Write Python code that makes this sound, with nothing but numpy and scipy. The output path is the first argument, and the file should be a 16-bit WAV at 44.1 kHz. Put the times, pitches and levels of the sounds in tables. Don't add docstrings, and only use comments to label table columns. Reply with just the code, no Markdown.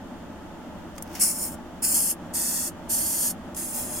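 import sys
import numpy as np
from scipy import signal
from scipy.fft import rfft, irfft, next_fast_len
from scipy.io import wavfile
from scipy.ndimage import map_coordinates

SR = 44100
rng = np.random.default_rng(int(sys.argv[2]) if len(sys.argv) > 2 else 0)


def inscribe(sig):
    pcm = np.round(np.clip(np.atleast_2d(sig).T, -1, 1) * 32767)
    wavfile.write(sys.argv[1], SR, pcm.astype(np.int16))


N = 176400

# (frequency [Hz], correlation [-1..1])
ANIMAL_CORRELATION = [(1500, 0.84), (3000, 0.12), (5200, 0.48), (7000, 0.42), (9500, 0.75), (11500, -0.43),
                      (13000, -.3), (15500, 0.5)]


def amp(db):
    return 10 ** (np.asarray(db) / 20)


def unit(x):
    return x / np.sqrt(np.mean(x ** 2) + 1e-20)


def along(points, hz):
    f, v = np.transpose(points)
    return np.interp(np.log(hz + 1), np.log(f + 1), v)


def bumps(rows, hz):
    return amp(sum(db / (1 + (2 * (hz - centre) / width) ** 2) for centre, width, db in rows))


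def envelope(rows):
    s, db = np.transpose(rows)
    return amp(np.interp(np.arange(N) / SR, s, db, left=-np.inf, right=-np.inf))


def wobble(knots_per_s):
    knots = rng.standard_normal(int(N * knots_per_s / SR) + 4)
    return map_coordinates(knots, [np.arange(N) * knots_per_s / SR])


def filtered(x, response):
    size = next_fast_len(N + SR // 4)
    return irfft(rfft(x, size) * response(np.fft.rfftfreq(size, 1 / SR)), size)[..., :N]


def side_angle(correlation, hz):
    return np.arccos(np.clip(along(correlation, hz), -1, 1)) / 2


def stereo_noise(spectrum, correlation):
    def response(hz):
        angle = side_angle(correlation, hz)
        return amp(along(spectrum, hz)) * [np.cos(angle), np.sin(angle)]
    mid, side = filtered(rng.standard_normal((2, N)), response)
    return unit(np.array([mid + side, mid - side]))


def ventilation():
    # (frequency [Hz], relative level [dB])
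    spectrum = [(15, -9), (25, -3), (38, -15), (55, -4.5), (98, -4), (138, -17.5), (165, -1), (195, -2.5),
                (238, 0.5), (290, -4), (347, -3), (392, -16), (435, -10.5), (515, -14), (600, -9),
                (760, -11.5), (890, -10), (1060, -16.5), (1250, -16), (1800, -21), (2350, -28.5),
                (3070, -25.5), (4500, -34.5), (7300, -35), (9100, -38.5), (10200, -44.5), (12200, -41),
                (14300, -41.5), (15800, -48)]
    # (frequency [Hz], correlation [-1..1])
    correlation = [(60, 0.55), (120, 0.78), (240, 0.97), (480, 0.74), (950, 0.83), (1890, 0.42),
                   (3770, -0.099), (7520, -0.12), (15000, 0.025)]
    # (frequency [Hz], width [Hz], gain [dB])
    faint_resonances = [(246.6, 11.7, 2.1), (324.5, 8.8, 2.06), (557, 19, 4.9), (603, 6.5, 9.5),
                        (865, 22, 4.4), (6900, 150, 2), (9130, 100, 5.7)]
    level_db = -39 + 0.66 * wobble(knots_per_s=8.02)
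    flow = stereo_noise(spectrum, correlation)
    return amp(level_db) * unit(filtered(flow, lambda hz: bumps(faint_resonances, hz)))


def scuffle():
    # (time [s], level [dB])
    levels = [(.92, -80), (.96, -55), (1.0, -64), (1.06, -60), (1.12, -51), (1.143, -46.5), (1.155, -36.5),
              (1.19, -41), (1.24, -44), (1.33, -75)]
    # (frequency [Hz], relative level [dB])
    spectrum = [(300, -1), (1200, -1.5), (2600, 0.5), (4000, -6.5), (5300, 3), (9000, -4.5), (15500, -4.5)]
    crumbs_per_s, spread_db = 3300, 4
    impacts = rng.uniform(0, 1, N) < crumbs_per_s / SR
    crumbs = impacts * amp(spread_db * rng.standard_normal(N))
    pair = crumbs * (rng.standard_normal(N) + rng.standard_normal((2, N)))
    return envelope(levels) * unit(filtered(pair, lambda hz: amp(along(spectrum, hz))))


def snaps():
    # (time [s], relative level [dB], 60 dB decay time [s], tilt [dB/octave])
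    impacts = [(.977, -39, .008, 0), (0.9807, -28.5, 0.02, -4.5), (1.0238, -18, .012, 8.5),
               (1.133, -40, .02, 2), (1.1505, -32, .018, 1), (1.157, -37, 0.023, 2), (1.852, -21, .008, 2),
               (3.546, -34, 0.029, -2)]
    # (frequency [Hz], relative level [dB])
    spectrum = [(250, -38), (800, -17), (1500, -6), (4000, -13), (6000, -0.5), (9000, -1), (15500, -7)]
    rise_s = 0.0006
    out = np.zeros((2, N))
    for start, db, t60, tilt in impacts:
        age = np.maximum(np.arange(N) / SR - start, 0)
        tilted = [(hz, level + tilt * np.log2(hz / spectrum[0][0])) for hz, level in spectrum]
        crack = stereo_noise(tilted, ANIMAL_CORRELATION)
        out += crack * amp(db - 60 * age / t60) * (1 - np.exp(-age / rise_s))
    return out


def wall_echoes(x, count=8):
    near_s, far_s, twist_s_per_s = 0.000392, 0.006, 0.00018
    n, out = np.arange(len(x)), np.zeros(len(x))
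    fine = signal.resample_poly(x, 4, 1)
    fine_n = np.linspace(0, len(x), len(fine), endpoint=False)
    for place, drift, weight in rng.uniform(0, 1, (count, 3)):
        delay_s = near_s + (far_s - near_s) * place ** 2 + twist_s_per_s * (2 * drift - 1) * n / SR
        echo = np.interp(n - delay_s * SR, fine_n, fine)
        out += (weight + 0.5) * rng.choice([-1, 1]) * echo
    return unit(out)


def hiss(levels, spectrum):
    # (time [s], gain [dB])
    shelf = [(1.2, -2), (1.32, 3), (1.5, 3.5), (1.84, -5), (1.92, 2.5), (1.98, -1), (2.35, 3.5),
             (2.91, 1.5), (3.3, 0), (3.58, 0), (3.8, 3.5), (3.92, -1)]
    shelf_hz, jet_db, flutter_db, wall_gain = 13100, 0.5, 0.4, 0.55
    gain = envelope(levels) * amp(flutter_db * wobble(knots_per_s=70))
    blowing = gain > 0
    jet = rng.standard_normal(N)[blowing]
    paths = np.zeros((2, N))
    paths[0, blowing] = unit(jet + wall_gain * wall_echoes(jet))
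    paths[1, blowing] = wall_echoes(jet)

    def response(hz):
        side_gain = np.tan(np.minimum(side_angle(ANIMAL_CORRELATION, hz), np.pi / 3))
        return amp(along(spectrum, hz)) * [np.ones_like(hz), side_gain]
    coloured = filtered(paths, response)
    treble = filtered(coloured, lambda hz: 1 - 1 / (1 + (hz / shelf_hz) ** 20))
    shelf_gain = amp(np.interp(np.arange(N) / SR, *np.transpose(shelf)))
    mid, side = coloured + treble * (shelf_gain - 1)
    return amp(jet_db) * gain * np.array([mid + side, mid - side]) / np.std(mid[blowing])


def cockroach():
    # (time [s], relative level [dB])
    pushes = [
        [(1.192, -54), (1.198, -29), (1.206, -27), (1.213, -19), (1.235, -19), (1.263, -25), (1.311, -28.5),
         (1.343, -36), (1.439, -30.5), (1.48, -36.5), (1.51, -44.5), (1.547, -46), (1.57, -75)],
        [(1.817, -67), (1.824, -30.5), (1.849, -20.5), (1.858, -25.5), (1.93, -26), (1.95, -37.5)],
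        [(1.933, -39), (1.946, -22), (1.98, -24), (2.034, -26.5), (2.08, -28.5), (2.112, -25), (2.135, -41),
         (2.16, -72)],
        [(2.32, -94), (2.34, -33), (2.354, -28.5), (2.552, -29), (2.68, -31.5), (2.696, -40), (2.714, -68),
         (2.73, -64)],
        [(2.88, -74.5), (2.896, -35), (2.904, -28), (2.932, -26.5), (3.022, -30), (3.264, -26.5), (3.31, -30.5),
         (3.35, -72)],
        [(3.55, -39.5), (3.554, -52.5), (3.566, -34), (3.596, -33), (3.698, -38), (3.786, -31.5),
         (3.886, -38.5), (3.94, -34), (4.0, -34)],
    ]
    # (frequency [Hz], relative level [dB])
    spectra = [
        [(710, -50), (1200, -19.5), (2200, -21), (3150, -28), (3850, -37.5), (4150, -19), (4550, -22),
         (5200, -5), (6300, -10.5), (7550, -1.5), (8200, -5), (9500, 2), (10000, -2.5), (11200, -9.5),
         (12200, -8.5), (15100, -11.5), (16000, -17)],
        [(710, -59), (1200, -19), (2200, -22.5), (2950, -21), (3850, -35), (4200, -19), (5120, -8.5),
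         (6430, -9), (7410, -2.5), (9400, 1), (10700, -8), (13000, -8), (14700, -7), (16000, -10.5)],
        [(710, -50), (1200, -23), (2000, -23.5), (2950, -18.5), (3850, -37), (4250, -19), (5120, -8.5),
         (6000, -8), (7500, -4), (9710, 0.5), (10900, -6), (11800, 0), (13700, -16), (16000, -13)],
        [(710, -49), (1200, -21), (1290, -24), (1810, -12.5), (2320, -23.5), (2730, -17), (3010, -29),
         (3320, -19.5), (3950, -19), (4170, -17), (5120, -7.5), (5710, -8.5), (7490, -0.5), (9400, 0),
         (10600, -6), (11500, -4), (14700, -11), (16000, -24)],
        [(710, -53), (1200, -29), (1730, -18.5), (2130, -26), (2300, -25), (2620, -22), (3910, -22.5),
         (4130, -17.5), (4960, -11.5), (5530, -11.5), (6650, -4.5), (7900, -8), (8710, 2), (10100, -7.5),
         (11300, -3.5), (13300, -9), (15500, -16.5), (16000, -24)],
        [(1060, -29), (1800, -14), (2160, -20), (2620, -11), (3060, -27), (3350, -10.5), (3670, -30),
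         (3840, -14), (4410, -18), (5050, -6), (5740, -14), (6590, -0.5), (7690, -4), (8200, 0), (10300, -0.5),
         (13400, -11), (15000, -6.5), (16000, -10.5)],
    ]
    return sum(hiss(levels, spectrum) for levels, spectrum in zip(pushes, spectra))


def tank_reverb(x, t60_s=0.054, gain_db=-8):
    t = np.arange(SR // 6) / SR
    tail = rng.standard_normal((2, len(t))) * amp(-60 * t / t60_s)
    return amp(gain_db) * signal.fftconvolve(x, tail / np.linalg.norm(tail[0]), axes=1)[:, :N]


def scene():
    animals = cockroach() + snaps() + scuffle()
    return animals + tank_reverb(animals) + ventilation()


def record(dry, top_hz=15800):
    # (frequency [Hz], width [Hz], gain [dB])
    notches = [(3950, 120, -7), (7880, 70, -17)]
    return filtered(dry, lambda hz: bumps(notches, hz) * (hz < top_hz))


dry = scene()
out = record(dry)
inscribe(out)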